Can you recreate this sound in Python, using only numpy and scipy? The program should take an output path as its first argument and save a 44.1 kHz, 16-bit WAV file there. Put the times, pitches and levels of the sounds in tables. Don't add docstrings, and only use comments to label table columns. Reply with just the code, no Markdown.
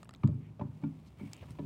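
import sys
import numpy as np
from scipy import signal
from scipy.fft import rfft, irfft
from scipy.io import wavfile

SR = 44100
rng = np.random.default_rng(int(sys.argv[2]) if len(sys.argv) > 2 else 0)


def output_pcm(signal):
    pcm = np.clip(np.atleast_2d(signal).T, -1, 1) * 32767
    wavfile.write(sys.argv[1], SR, np.round(pcm).astype(np.int16))


N = 72765
T = np.arange(N) / SR
SAND_GRAIN_DB = 2.0


def from_db(db):
    return 10 ** (np.asarray(db) / 20)


def rms_one(x):
    return x / np.sqrt(np.mean(x ** 2) + 1e-20)


def peak_one(x):
    return x / (np.abs(x).max() + 1e-20)


def noise(spectrum):
    hz, db = np.transpose(spectrum)
    bins_hz = np.maximum(np.fft.rfftfreq(N, 1 / SR), 1)
    gain = from_db(np.interp(np.log(bins_hz), np.log(hz), db))
    return rms_one(irfft(rfft(rng.standard_normal(N)) * gain, N))


def drift(rate_hz):
    rolloff = 1 + (np.fft.rfftfreq(N, 1 / SR) / rate_hz) ** 2
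    return rms_one(irfft(rfft(rng.standard_normal(N)) / rolloff, N))


def fade(t60):
    return np.exp(-np.log(1000) * T / t60)


def rise(s):
    return 1 - np.exp(-(T / s) ** 2)


def at(s, x):
    return np.concatenate([np.zeros(max(int(s * SR), 0)), x])[:N]


def focus(hz, centre_hz, octaves):
    return 1 / (1 + (np.log2(hz / centre_hz) / octaves) ** 2 / 2) ** 2


def shape(order, place):
    return np.sin(order * np.pi * place)


def ring(modes):
    return sum(g * np.sin(2 * np.pi * hz * T) * fade(t60) for hz, g, t60 in modes)


def deck_thuds():
    # (time [s], level [dB], focus [Hz], spread [octaves], ring length [factor],
    # place along the deck [0-1], boom level [dB])
    thuds = [(0.2345, -13, 154, 0.56, 0.96, .769, -34.5), (0.2859, -16.5, 118, 0.72, 0.31, 0.58, -45.5),
             (0.598, -34.5, 166, 0.88, 1.33, 0.25, -51.5), (0.6142, -28.5, 143, 0.85, 1.01, 0.48, -52),
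             (0.746, -39.5, 140, 0.44, 0.69, 0.53, -63.5), (0.824, -45, 210, 0.68, 0.37, 0.38, -44.5),
             (0.8332, -19.5, 204.6, 0.36, 0.78, 0.2, -48), (1.2045, -35, 209, 0.56, 0.92, 0.75, -63),
             (1.231, -35, 175, 0.88, 0.75, .28, -72), (1.4103, -35.5, 73.4, 0.56, 0.93, 0.59, -54.5),
             (1.5023, -34.5, 89, 0.77, .52, 0.45, -64), (1.5885, -39, 246, 0.78, 0.95, 0.92, -41.5),
             (1.622, -36, 139, 1.08, 0.31, .27, -44)]
    # (frequency [Hz], level [dB], t60 [s])
    deck_modes = [(79, -12, 0.69), (105.97, -3, 0.51), (133.26, -2.76, 0.36), (155.8, 1.7, 0.51),
                  (193.4, -1.5, 0.18), (215.9, -4.5, 0.28), (254, -13, 0.52), (280, 4.5, .24),
                  (332.4, 0, 0.11), (379.6, 3, 0.14)]
    # (frequency [Hz], level [dB])
    boom_spectrum = [(30, -39.5), (55, -20.5), (80, -17.5), (115, -0.5), (165, -6), (270, -12.5),
                     (380, -15.5), (480, -26.5), (900, -74.5)]
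    out = np.zeros(N)
    for s, db, centre_hz, octaves, length, place, boom_db in thuds:
        body = ring([(hz, from_db(d) * shape(k, place) * focus(hz, centre_hz, octaves), t60 * length)
                     for k, (hz, d, t60) in enumerate(deck_modes, 1)])
        colour = [(hz, d + 10 * np.log10(focus(hz, centre_hz, 2 * octaves))) for hz, d in boom_spectrum]
        shudder = from_db(-24.5) * noise(colour) * fade(t60=0.16)
        thud = from_db(db) * (body + shudder) * rise(s=0.0053)
        boom = from_db(boom_db) * noise(colour) * rise(s=0.01) * fade(t60=0.62)
        out += at(s, thud + boom)
    return out


def plank_clacks():
    # (time [s], level [dB], focus [Hz], spread [octaves], place along the plank [0-1],
    # ring length [factor])
    clacks = [(0.2336, -27, 1295, 0.82, .19, 0.8), (0.2857, -40, 570, 0.44, 0.25, 0.83),
              (0.5946, -32.5, 731, 1.2, 0.19, 0.86), (0.6116, -25.5, 795, 0.45, 0.24, 0.8),
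              (0.823, -45.5, 1540, 1.6, 0.19, 0.82), (0.837, -34, 1380, 1.24, .55, 0.84),
              (1.1953, -42, 980, 1.1, 0.23, 1.15), (1.4271, -36.5, 590, 0.42, 0.3, 0.55),
              (1.483, -45, 900, 1.5, 0.51, 0.65), (1.514, -47.5, 484, 0.36, 0.32, 0.59),
              (1.553, -51, 970, 1.1, 0.24, 0.62), (1.586, -34.5, 614, 1.5, 0.47, 1.2),
              (1.590, -31.5, 520, 1.34, .49, 0.64)]
    # (frequency [Hz], level [dB], t60 [s])
    plank_modes = [(439.5, -6, 0.11), (530, -9, 0.1), (588.2, 1, 0.098), (630, -8.5, 0.072),
                   (806, -6, 0.05), (895, -1, 0.071), (967.5, -5.5, 0.085), (1125, -1.5, 0.023),
                   (1186, -6.5, 0.039), (1396, -12, 0.076), (1733, -12, 0.11), (2302, -5, .04),
                   (2660, -17.5, 0.016), (3230, -17, .028), (3354, -11, 0.052)]
    # (frequency [Hz], level [dB])
    crack_spectrum = [(200, -29.5), (400, -14), (750, -9.5), (1100, 4.5), (1550, -11.5), (2400, -2),
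                      (4300, -10.5), (6500, -22.5), (15000, -35.5)]
    out = np.zeros(N)
    for s, db, centre_hz, octaves, place, length in clacks:
        modes = [(hz, from_db(d) * abs(shape(k, place)) * focus(hz, centre_hz, octaves), t60 * length)
                 for k, (hz, d, t60) in enumerate(plank_modes, 1)]
        wood = peak_one(ring(modes))
        woody_noise = rms_one(irfft(rfft(wood) * rfft(rng.standard_normal(N)), N))
        colour = [(hz, d + 10 * np.log10(focus(hz, centre_hz, octaves))) for hz, d in crack_spectrum]
        crack = from_db(-19) * noise(colour) * fade(t60=0.039)
        grind = from_db(-14.5) * woody_noise * fade(t60=0.047)
        clack = (wood + crack + grind) * rise(s=0.0012)
        scatter = from_db(-29) * woody_noise * rise(s=0.017) * fade(t60=0.4)
        out += at(s, from_db(db) * (clack + scatter))
    return out


def grit_ticks():
    # (time [s], level [dB], tilt [dB/octave], pitch [factor])
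    ticks = [(0.0304, -40.5, -6, 0.98), (0.0465, -52, 7, 1.11), (0.055, -51.5, 0, 0.336),
             (0.074, -57, -6, 0.49), (0.0921, -40.5, -5, 0.98), (0.109, -48.5, -5.5, 1.1),
             (0.133, -53, -2.5, .33), (0.1381, -44, -5, 1.07), (0.1486, -47, 4, 0.49),
             (0.161, -58, -1.5, 0.9), (0.275, -45.5, -4, 0.96), (0.345, -66, 0, 1.03),
             (1.333, -39, 1, 0.65), (1.3331, -37, 4.5, 0.92), (1.345, -53, 6, 0.89),
             (1.366, -49.5, 2, 0.95), (1.5067, -49, -2, 1.1)]
    # (frequency [Hz], level [dB], t60 [s])
    grit_modes = [(635, -13.5, 0.018), (1250, -4.5, .022), (1836, -7.5, 0.022), (2960, 0.5, 0.0041),
                  (4070, -4, 0.012), (4900, -2.5, 0.012), (5940, -22, 0.0055), (7100, 2.5, .005),
                  (8370, 4, 0.0049), (9600, -8, .003), (15270, -19.5, 0.002)]
    lowest_hz = grit_modes[0][0]
    out = np.zeros(N)
    for s, db, tilt_db, pitch in ticks:
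        modes = [(hz * pitch, d + tilt_db * np.log2(hz / lowest_hz), t60) for hz, d, t60 in grit_modes]
        tick = ring([(hz, (-1) ** k * from_db(d + rng.normal(0, 0.5)), t60)
                     for k, (hz, d, t60) in enumerate(modes)])
        snap = from_db(-10) * noise([(hz, d) for hz, d, _ in modes]) * fade(t60=0.012)
        out += at(s, from_db(db) * (peak_one(tick) + snap))
    return out


def sand_scuffs():
    # (time [s], level [dB], length [s], centre [Hz], spread [octaves])
    scuffs = [(0.404, -74, 0.094, 2240, 0.38), (1.059, -72.5, 0.027, 4250, 0.7),
              (1.188, -67, 0.09, 2246, 0.078), (1.33, -67, 0.104, 2570, 0.44),
              (1.417, -61.5, 0.026, 1170, 0.86), (1.501, -71, 0.02, 5500, 1.34)]
    edge_s = 0.0042
    hz = np.geomspace(100, 16000, 120)
    out = np.zeros(N)
    for s, db, length, centre_hz, octaves in scuffs:
        colour = np.c_[hz, 20 * np.log10(focus(hz, centre_hz, octaves))]
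        hiss = noise(colour) * from_db(SAND_GRAIN_DB * drift(rate_hz=200))
        release = np.exp(-np.maximum(T - length, 0) / edge_s)
        out += at(s, from_db(db) * hiss * rise(edge_s) * release)
    return out


def yard_bed():
    # (frequency [Hz], level [dB])
    air_spectrum = [(20, -29), (40, -18.5), (65, -2.5), (95, 0), (180, -3), (300, -12.5), (500, -22.5),
                    (1100, -26), (1600, -36), (2500, -38), (5000, -46), (16000, -57)]
    # (frequency [Hz], level [dB])
    sand_spectrum = [(300, 13), (1000, 6), (1550, -2), (2350, 4), (2700, 2.5), (4000, -4), (6000, -9),
                     (9000, -8.5), (11000, -16), (16000, -12.5)]
    # (time [s], level [dB])
    rustle_curve = [(0, -67.5), (.16, -87.5), (.22, -72.5), (.46, -75), (.55, -80.5), (.76, -71),
                    (.93, -71), (1.07, -70), (1.15, -72.5), (1.21, -62.5), (1.32, -63.5), (1.42, -64.5),
                    (1.47, -65), (1.51, -64), (1.57, -68.5), (1.65, -67)]
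    air_db, flutter_db = -55.5, 1.0
    air = noise(air_spectrum) * from_db(air_db + flutter_db * drift(rate_hz=5.8))
    rustle_db = np.interp(T, *np.transpose(rustle_curve))
    sand = noise(sand_spectrum) * from_db(rustle_db + SAND_GRAIN_DB * drift(rate_hz=190))
    return air + sand


def scene():
    return (deck_thuds() + plank_clacks() + grit_ticks() + sand_scuffs() + yard_bed())[None]


def record(dry):
    low_cut_hz, high_cut_hz = 34, 15800
    low_cut = signal.butter(2, low_cut_hz, "high", fs=SR, output="sos")
    high_cut = signal.ellip(10, 0.2, 70, high_cut_hz, fs=SR, output="sos")
    return signal.sosfilt(high_cut, signal.sosfilt(low_cut, dry))


dry = scene()
out = record(dry)
output_pcm(out)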